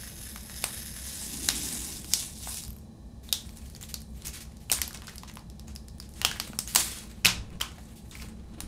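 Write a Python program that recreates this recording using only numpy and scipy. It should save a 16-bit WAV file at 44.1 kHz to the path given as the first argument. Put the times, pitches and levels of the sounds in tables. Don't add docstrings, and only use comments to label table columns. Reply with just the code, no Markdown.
import sys
import numpy as np
from scipy import signal
from scipy.fft import rfft, irfft
from scipy.io import wavfile
from scipy.ndimage import uniform_filter1d

SR = 44100
rng = np.random.default_rng(int(sys.argv[2]) if len(sys.argv) > 2 else 0)


def int16_out(signal):
    q = np.round(np.clip(np.atleast_2d(signal).T, -1, 1) * 32767)
    wavfile.write(sys.argv[1], SR, q.astype(np.int16))


N = 382645


def gain_of(db):
    return 10 ** (np.asarray(db) / 20)


def evened(x):
    return x / np.sqrt(np.mean(x ** 2) + 1e-20)


def peaked(x):
    return x / (abs(x).max() + 1e-12)


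def read(points, hz):
    f, value = np.transpose(points)
    return np.interp(np.log(hz + 1), np.log(f + 1), value)


def add(mix, s, sound):
    part = mix[round(s * SR):][:len(sound)]
    part += sound[:len(part)]


def ring(x, hz, width):
    r = np.exp(-np.pi * width / SR)
    return signal.lfilter([1, 0, -1], [1, -2 * r * np.cos(2 * np.pi * hz / SR), r * r], x)


def band(x, lo_hz, hi_hz):
    return signal.sosfilt(signal.butter(2, [lo_hz, hi_hz], "bandpass", fs=SR, output="sos"), x)


def coloured(x, points):
    gain = gain_of(read(points, np.fft.rfftfreq(len(x), 1 / SR)))
    return evened(irfft(rfft(x) * gain, len(x)))


def grains(per_s, spread_db):
    sign, size, chance = rng.standard_normal(N), rng.exponential(1, N), rng.random(N)
    size_gain = gain_of(spread_db * np.minimum(size, 3))
    return evened(sign * size_gain * (chance < per_s / SR))


def played(x, s, db, tilt, patchy_db, flicker_db):
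    hz, t, z = signal.stft(x, SR, nperseg=256, noverlap=192)
    tilt_at_t = np.interp(t, s, tilt * np.ones(len(s)))
    slope = gain_of(np.outer(np.log2((hz + 100) / 5000), tilt_at_t))
    power = np.mean(abs(z) ** 2, 1)
    slope /= np.sqrt(power @ slope ** 2 / power.sum())
    patches = rng.standard_normal((len(t), len(hz))).T
    patches = evened(uniform_filter1d(uniform_filter1d(patches, size=12, axis=0), size=14, axis=1))
    flicker = evened(uniform_filter1d(rng.standard_normal(len(t)), size=9))
    level = gain_of(np.interp(t, s, db, -120, -120) + patchy_db * patches + flicker_db * flicker)
    return signal.istft(z * slope * level, SR, nperseg=256, noverlap=192)[1][:N]


def causal(gain):
    cepstrum = irfft(np.log(gain + 1e-4))
    cepstrum[1:len(gain) - 1] *= 2
    cepstrum[len(gain):] = 0
    return irfft(np.exp(rfft(cepstrum)))


def beads():
    # (time [s], level [dB])
    trickle = [(0, -42.5), (.15, -47.5), (.24, -43.5), (.4, -47.5), (.7, -40.5), (.95, -45.5), (1.1, -42),
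               (1.3, -46.5), (2, -48)]
    # (time [s], level [dB])
    pour = [(.95, -53), (1.1, -45.5), (1.41, -38.5), (1.67, -35.5), (1.95, -41), (2.04, -49.5),
            (2.19, -33.5), (2.34, -52), (2.45, -38.5), (2.59, -40), (2.72, -65), (2.85, -70)]
    # (frequency [Hz], relative level [dB per Hz])
    trickle_colour = [(290, -39), (500, -1.5), (1010, -8.5), (1750, -4.5), (3430, -6.5), (5200, -9),
                      (5830, -7.5), (10800, -8), (15500, -16.5)]
    # (frequency [Hz], relative level [dB per Hz])
    pour_colour = [(290, -17), (500, -12), (839, -3.5), (1250, -10), (3280, -3.5), (3740, 1.5), (4440, -3),
                   (4840, 1.5), (9930, 1.5), (15500, -12.5)]
    # (frequency [Hz], width [Hz], level [dB re dry trickle])
    jar_modes = [(1770, 250, -13), (3760, 250, -15), (5170, 300, -10), (6300, 250, -15), (10000, 500, -13),
                 (11200, 600, -10)]
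    trickle_tilt_db_per_octave, pour_tilt_db_per_octave = 2.04, 0.23
    brighten_db_per_octave_per_s = 0.45

    few = coloured(grains(per_s=4000, spread_db=1.8), trickle_colour)
    jar = sum(gain_of(db) * evened(ring(few, hz, w)) for hz, w, db in jar_modes)
    many = coloured(grains(per_s=5000, spread_db=-0.5), pour_colour)

    trickle_s, trickle_db = np.transpose(trickle)
    trickle_tilt = trickle_tilt_db_per_octave + brighten_db_per_octave_per_s * trickle_s
    thin = played(evened(few + jar), trickle_s, trickle_db, trickle_tilt, patchy_db=1.5, flicker_db=1.54)

    pour_s, pour_db = np.transpose(pour)
    pour_tilt = pour_tilt_db_per_octave + brighten_db_per_octave_per_s * pour_s
    thick = played(many, pour_s, pour_db, pour_tilt, patchy_db=2.2, flicker_db=1.5)
    return thin + thick


def snap(db, ring_hz, bands_db, chatter_s, noise):
    # (low edge [Hz], high edge [Hz])
    snap_bands = [(400, 1500), (1500, 3000), (3000, 9000), (9000, 16000)]
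    t, hz = np.arange(len(noise)) / SR, np.fft.rfftfreq(1024, 1 / SR)
    drive = .22 * noise * np.exp(-t / max(chatter_s, 1e-4))
    drive[0] = 1
    per_hz = []
    for d, (lo, hi) in zip(bands_db, snap_bands):
        per_hz.append((np.sqrt(lo * hi), d - 20 * np.log10(hi - lo)))
    low_end, high_end = (250, per_hz[0][1] - 20), (16000, per_hz[-1][1] - 19)
    spread = gain_of(read([low_end] + per_hz + [high_end], hz))
    width_hz = 250 + 0.098 * ring_hz
    bump = 0.62 / width_hz / (1 + ((hz - ring_hz) / width_hz) ** 2) ** 2
    response = causal(np.hypot(spread, bump))[:400]
    return gain_of(db) * peaked(np.convolve(drive, response))


def snaps():
    # (time [s], peak before the room and limiter [dB], ring [Hz],
    #  low knock [dB re ring], broad crack [dB re ring])
    snap_events = [(.035, -29.5, 1700, -10, -15), (0.3607, -20, 5300, -4, 5), (.497, -27, 1670, 2.5, 9),
                   (.641, -3, 8500, -11, 0), (1.4877, 0, 3780, -11, 16), (1.7473, -26, 6140, -33, -7),
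                   (1.753, -19, 6700, -50, -5), (2.045, -23, 8000, -14, 9),
                   (2.1361, 0.5, 4900, -32.5, 19.5), (2.473, -28, 1280, 15, -3),
                   (2.53, -22, 10300, -37, -9), (2.544, -17, 8230, -45, -1), (2.6372, -22.5, 4970, -24, 9),
                   (2.65, -25.5, 4840, -38, 9), (2.6804, -25, 12230, -40, -13),
                   (2.705, -27.5, 12100, -19, -15), (2.73, -33, 12320, -45, -15),
                   (2.7653, -32, 12000, -27, -17), (2.786, -36, 12300, -40, -16),
                   (3.2904, -26, 3750, -21, -13), (3.3268, 0, 3660, -42, 8.5), (3.4926, -31, 4440, -10, 9),
                   (3.572, -29, 10200, -30, 11), (3.586, -36, 10400, -30, -8),
                   (3.6995, -30.5, 10000, -40, -1), (3.75, -28, 4800, -32, -3),
                   (3.7637, -29.5, 6440, -23, 0), (3.812, -25, 6700, -34, -3), (3.828, -22, 7350, -29, -2),
                   (3.8367, -26, 3600, -15, 5), (3.942, -12, 4330, -25, 10), (4.005, -32, 11410, -42, -12),
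                   (4.0182, -28, 9100, -36, 2), (4.2212, -28, 4070, -17, 8), (4.2548, -22, 8160, -29, 0),
                   (4.2623, -25, 10000, -40, -11), (4.2707, -16, 6360, -45, 5),
                   (4.2813, -18.5, 6340, -38, 5), (4.4527, -37, 5750, -6, -8), (4.5698, -35, 4000, -29, 19),
                   (4.6996, -14, 2670, -19, -10), (4.7166, 0.5, 8600, -37, 3), (4.7253, -2, 10600, -20, 9),
                   (4.733, -7, 7080, -41, -6), (4.788, -25, 1200, 1, 14), (4.8168, -4.5, 8800, -12.5, 18),
                   (4.843, -31, 12500, -40, -13), (4.8786, -17.5, 11700, -25, -13),
                   (4.9085, -25.5, 1440, -10, 4), (4.931, -23, 9130, -37, -1), (4.9466, -21, 5670, -2, 2),
                   (4.9737, -27.5, 4610, -47, 8), (5.0204, -26, 1070, 0, 5), (5.071, -23.5, 5000, -29, 11),
                   (5.0816, -28, 1490, -17, 8), (5.0954, -28, 1900, -7, -7), (5.1582, -26, 10830, -40, -14),
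                   (5.1818, -22.5, 4890, -19, 15), (5.2343, -25.5, 1050, -8, 7), (5.2975, -29, 1960, 1, 5),
                   (5.315, -36, 6800, -40, -5), (5.3389, -32, 11350, -40, 0),
                   (5.356, -27.5, 10400, -40, -13), (5.371, -24, 1020, -3.5, 4),
                   (5.3931, -34, 4800, -30, 7), (5.5003, -31.5, 5000, -16, 12),
                   (5.596, -28.5, 5440, -14, 12), (5.6817, -27.5, 6860, -1.5, -8),
                   (5.753, -28, 10400, -40, -9), (5.7613, -22.5, 5100, -22, 4), (5.884, -28, 5000, -27, 9),
                   (5.9836, -35, 9690, -30, -7), (6.001, -21, 4970, -20.5, -1),
                   (6.026, -33.5, 4070, -40, 0), (6.0919, -33, 10900, -36, -6),
                   (6.1385, -34, 7800, -48, 11), (6.2158, -10, 2930, -6.5, 4), (6.249, 3, 3060, -15, 5.5),
                   (6.3142, -15, 1660, -13.5, 10), (6.361, -26, 1850, -2, -8), (6.3998, -8.5, 4750, -8, 13),
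                   (6.5328, -29.5, 1380, 5.5, -4), (6.5895, -3.5, 8400, -43.5, 3),
                   (6.6756, -19.5, 6500, -19.5, -12), (6.7498, -3, 8000, -37, -3),
                   (6.759, 6.5, 7600, -18, 2), (6.761, -1.5, 4650, -12.5, 7), (6.9358, -29, 11560, -35, 3),
                   (6.987, -24, 10080, -33, 12), (7.114, -34, 2100, -22, 11), (7.249, 0, 2610, -34.5, 9),
                   (7.2568, 3, 2650, -19, 8.5), (7.266, 0.5, 3740, -29, -4), (7.504, -36.5, 2410, -26, 3),
                   (7.6022, -24, 5200, -6, 9), (7.611, -15, 1380, -6, 7), (7.6141, -7, 3070, -33, 6.5),
                   (7.783, -33, 1840, 9, -22), (8.112, -29.5, 3700, -35, 7), (8.1533, -27, 2160, -31, -4),
                   (8.1735, -33, 7880, -40, -3), (8.1991, -31, 2300, -39, -8),
                   (8.2867, -32.5, 8570, -7, -17), (8.6047, -12.5, 9800, -15, 1)]
    mid_db, mid_per_knock_db, mid_per_crack_db = -2.5, 0.87, 0.74
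    tick_db, tick_db_per_octave, tick_per_crack_db = -4.5, 4, 0.88
    chatter_0db_s, chatter_growth = 0.0019, 0.11
    room_ring_db, room_broaden_db, room_tick_db = -4.5, 1, -3.5

    near, far = np.zeros(N), np.zeros((3, N))
    noises = rng.standard_normal((len(snap_events), 600))
    for k, ((s, db, hz, knock_db, crack_db), noise) in enumerate(zip(snap_events, noises)):
        mid = mid_db + mid_per_knock_db * knock_db + mid_per_crack_db * crack_db
        tick = tick_db + tick_per_crack_db * crack_db + tick_db_per_octave * np.log2(hz / 5000)
        bands_db = np.array([knock_db, mid, crack_db, tick])
        chatter_s = chatter_0db_s * gain_of(chatter_growth * db)
        add(near, s, snap(db, hz, bands_db, chatter_s, noise))
        far_bands_db = bands_db + room_broaden_db + [0, 0, 0, room_tick_db]
        add(far[k % 3], s, snap(db + room_ring_db, hz, far_bands_db, chatter_s, 0 * noise))
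    return near + sum(room(x) for x in far)


def crinkle():
    # (time [s], level [dB], brightness [dB per octave])
    rub = [(3.15, -90, -23), (3.29, -58, 0), (3.87, -63, -0.5), (4.02, -84, 13), (4.26, -48, -6.5),
           (4.66, -70.5, -1.5), (4.74, -31.5, 0.5), (4.89, -66, -4.5), (5.1, -55, -2), (5.4, -76, -3),
           (5.98, -74.5, 0), (6.2, -58, -2), (6.3, -48, -4), (6.45, -53, -1), (6.66, -61.5, -0.5),
           (6.78, -25.5, 0), (6.84, -42, 0), (7.24, -60.5, -4), (7.37, -37, -9.5), (7.55, -50, -6.5),
           (8.0, -67, 0), (8.18, -53.5, -1), (8.37, -49.5, -7), (8.68, -44, -7)]
    # (frequency [Hz], relative level [dB per Hz])
    film_colour = [(290, -9), (500, -9.5), (586, -15), (1250, -10), (2330, -9.5), (4570, -6.5),
                   (4980, -9.5), (8980, -4.5), (15500, -14)]
    creases = grains(per_s=170, spread_db=2.0) + 2.8 * rng.standard_normal(N)
    return played(coloured(creases, film_colour), *np.transpose(rub), patchy_db=2.9, flicker_db=3.5)


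def scrapes():
    # (time [s], length [s], level before fades [dB], centre [Hz])
    scrape_events = [(3.227, 0.094, -55.5, 8000), (3.557, 0.044, -53.5, 7000), (3.655, 0.022, -53, 7000),
                     (3.756, 0.024, -53, 6030), (3.813, 0.053, -48, 7150), (3.885, 0.043, -45.5, 6770),
                     (4.143, 0.046, -62, 6000), (4.245, 0.061, -40, 7200), (4.328, 0.073, -42, 6460),
                     (4.403, 0.036, -43.5, 6750), (4.598, 0.064, -58.5, 7000), (4.939, 0.028, -42, 4970),
                     (5.077, 0.021, -43.5, 4170), (5.275, 0.028, -46.5, 4900), (5.668, 0.073, -56, 4870),
                     (6.02, 0.059, -57, 4950), (6.155, 0.072, -51.5, 6240), (6.322, 0.05, -48, 5000),
                     (6.673, 0.061, -40.5, 7000), (6.75, 0.31, -41, 6230), (7.245, 0.0094, -32, 3000),
                     (7.248, 0.074, -26.5, 3500), (7.604, 0.039, -40.5, 3860), (7.954, 0.058, -54.5, 9400),
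                     (8.113, 0.061, -50.5, 4170), (8.198, 0.055, -61, 5000)]
    slips = evened(grains(per_s=4400, spread_db=3.0) + 1.8 * rng.standard_normal(N))
    out = np.zeros(N)
    for s, length_s, db, hz in scrape_events:
        u = np.arange(0, 1, 1 / (length_s * SR))
        edges_hz = 0.19 * hz, min(2.07 * hz, 15000)
        rough = slips[round(s * SR):][:len(u)]
        body = evened(band(band(rough, *edges_hz), *edges_hz))
        add(out, s, gain_of(db) * body * np.minimum(u / 0.1, 1) * (1 - u ** 3))
    return out


def lid():
    # (time [s], length [s], level before fades [dB], brightness [dB per octave about 2 kHz])
    grates = [(7.262, 0.084, -30, 10), (7.618, 0.07, -37, -14), (8.113, .06, -55, 2.5),
              (8.2, 0.055, -48, 8)]
    # (frequency [Hz], width [Hz], relative level before brightness [dB])
    lid_modes = [(1200, 350, -2), (2370, 360, 2), (3070, 510, -10), (5070, 600, -4)]
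    slips, out = grains(per_s=3000, spread_db=0.0), np.zeros(N)
    for s, length_s, db, tilt_db in grates:
        u = np.arange(0, 1, 1 / (length_s * SR))
        rough = slips[round(s * SR):][:len(u)]
        body = np.zeros(len(rough))
        for hz, width_hz, mode_db in lid_modes:
            mode_gain = gain_of(mode_db + tilt_db * np.log2(hz / 2000))
            body += mode_gain * evened(ring(rough, hz, width_hz))
        add(out, s, gain_of(db) * evened(body) * np.minimum(u / 0.088, 1) * (1 - u) ** 1.6)
    return out


def bumps():
    # (time [s], level at onset [dB], frequency [Hz], t60 [s])
    bump_events = [(2.688, -27, 74, .073), (4.789, -34.5, 70.8, 0.63), (6.5, -27.5, 236, 0.026),
                   (7.249, -30, 116, 0.34), (7.258, -30, 181, .35), (8.6, -44, 60, .24)]
    out, t = np.zeros(N), np.arange(SR // 4) / SR
    for s, db, hz, t60_s in bump_events:
        attack = np.minimum(t / 0.00076, 1)
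        add(out, s, gain_of(db - 60 * t / t60_s) * np.sin(2 * np.pi * hz * t) * attack)
    return out


def room(x):
    # (frequency [Hz], t60 [s])
    tail_decay = [(500, 0.4), (1300, 0.32), (3500, 0.3), (9000, 0.29), (15000, .17)]
    # (delay [s], level [dB re whole tail])
    echoes = [(.0079, -16), (0.0147, -9.5), (0.016, -15)]
    taps = np.zeros(SR // 2)
    at = np.arange(120, len(taps) - 20, 12)
    at = at + rng.integers(0, 12, len(at))
    taps[at] = rng.choice([-1., 1.], len(at))
    taps *= np.minimum(np.arange(len(taps)) / SR / 0.0034, 1)
    hz, t, z = signal.stft(taps, SR, nperseg=128)
    decay = gain_of(-60 * t / read(tail_decay, hz)[:, None])
    tail = signal.istft(z * decay, SR, nperseg=128)[1]
    tail /= np.linalg.norm(tail)
    for s, db in echoes:
        scatter = rng.standard_normal(40) * np.exp(-np.arange(40) / 12)
        add(tail, s, gain_of(db) * scatter / np.linalg.norm(scatter))
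    return signal.fftconvolve(x, tail)[:N]


def background():
    # (frequency [Hz], relative level [dB per Hz])
    air_colour = [(12, -29), (20, -7.5), (64, 2.5), (125, -2), (216, -3), (275, -14), (350, -15.5),
                  (484, -18), (718, -22), (1200, -33), (1560, -74), (2640, -120)]
    # (frequency [Hz], relative level [dB per Hz])
    hiss_colour = [(700, -20), (1100, -3), (1500, -6), (2100, -11), (2800, -8), (3700, -4), (5000, -4),
                   (6500, -5), (8000, -8), (9700, -5), (11000, -12), (15500, -16)]
    # (frequency [Hz], width of each of two passes [Hz], level [dB])
    hum_modes = [(61, 14, -48), (219, 16, -55), (331, 16, -66), (820, 60, -72), (1100, 60, -77),
                 (1760, 200, -77), (2380, 150, -82), (4000, 80, -76)]
    air_db, hiss_db, swell_db = -46.5, -67, -44
    swell_s, swell_rise_s, swell_fall_s = 1.55, 0.32, 0.56

    air, hiss, hums, swell = rng.standard_normal((4, N))
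    out = gain_of(air_db) * coloured(air, air_colour) + gain_of(hiss_db) * coloured(hiss, hiss_colour)
    out += sum(gain_of(db) * evened(ring(ring(hums, hz, w), hz, w)) for hz, w, db in hum_modes)
    t = np.arange(N) / SR - swell_s
    shape = np.exp(-(t / np.where(t < 0, swell_rise_s, swell_fall_s)) ** 2)
    rumble = evened(band(band(swell, 120, 360), 120, 360))
    return out + gain_of(swell_db) * shape * rumble


def scene():
    hands = beads() + crinkle() + scrapes() + lid()
    hands_in_room = gain_of(-7.0) * room(hands)
    return (snaps() + hands + hands_in_room + bumps() + background())[None]


def record(dry):
    edge_hz = 15650
    soft = 1.22 * np.tanh(dry / 1.364)
    lowpass = signal.firwin(511, edge_hz, window=("kaiser", 9), fs=SR)
    return signal.oaconvolve(soft, lowpass[None], "same")


dry = scene()
out = record(dry)
int16_out(out)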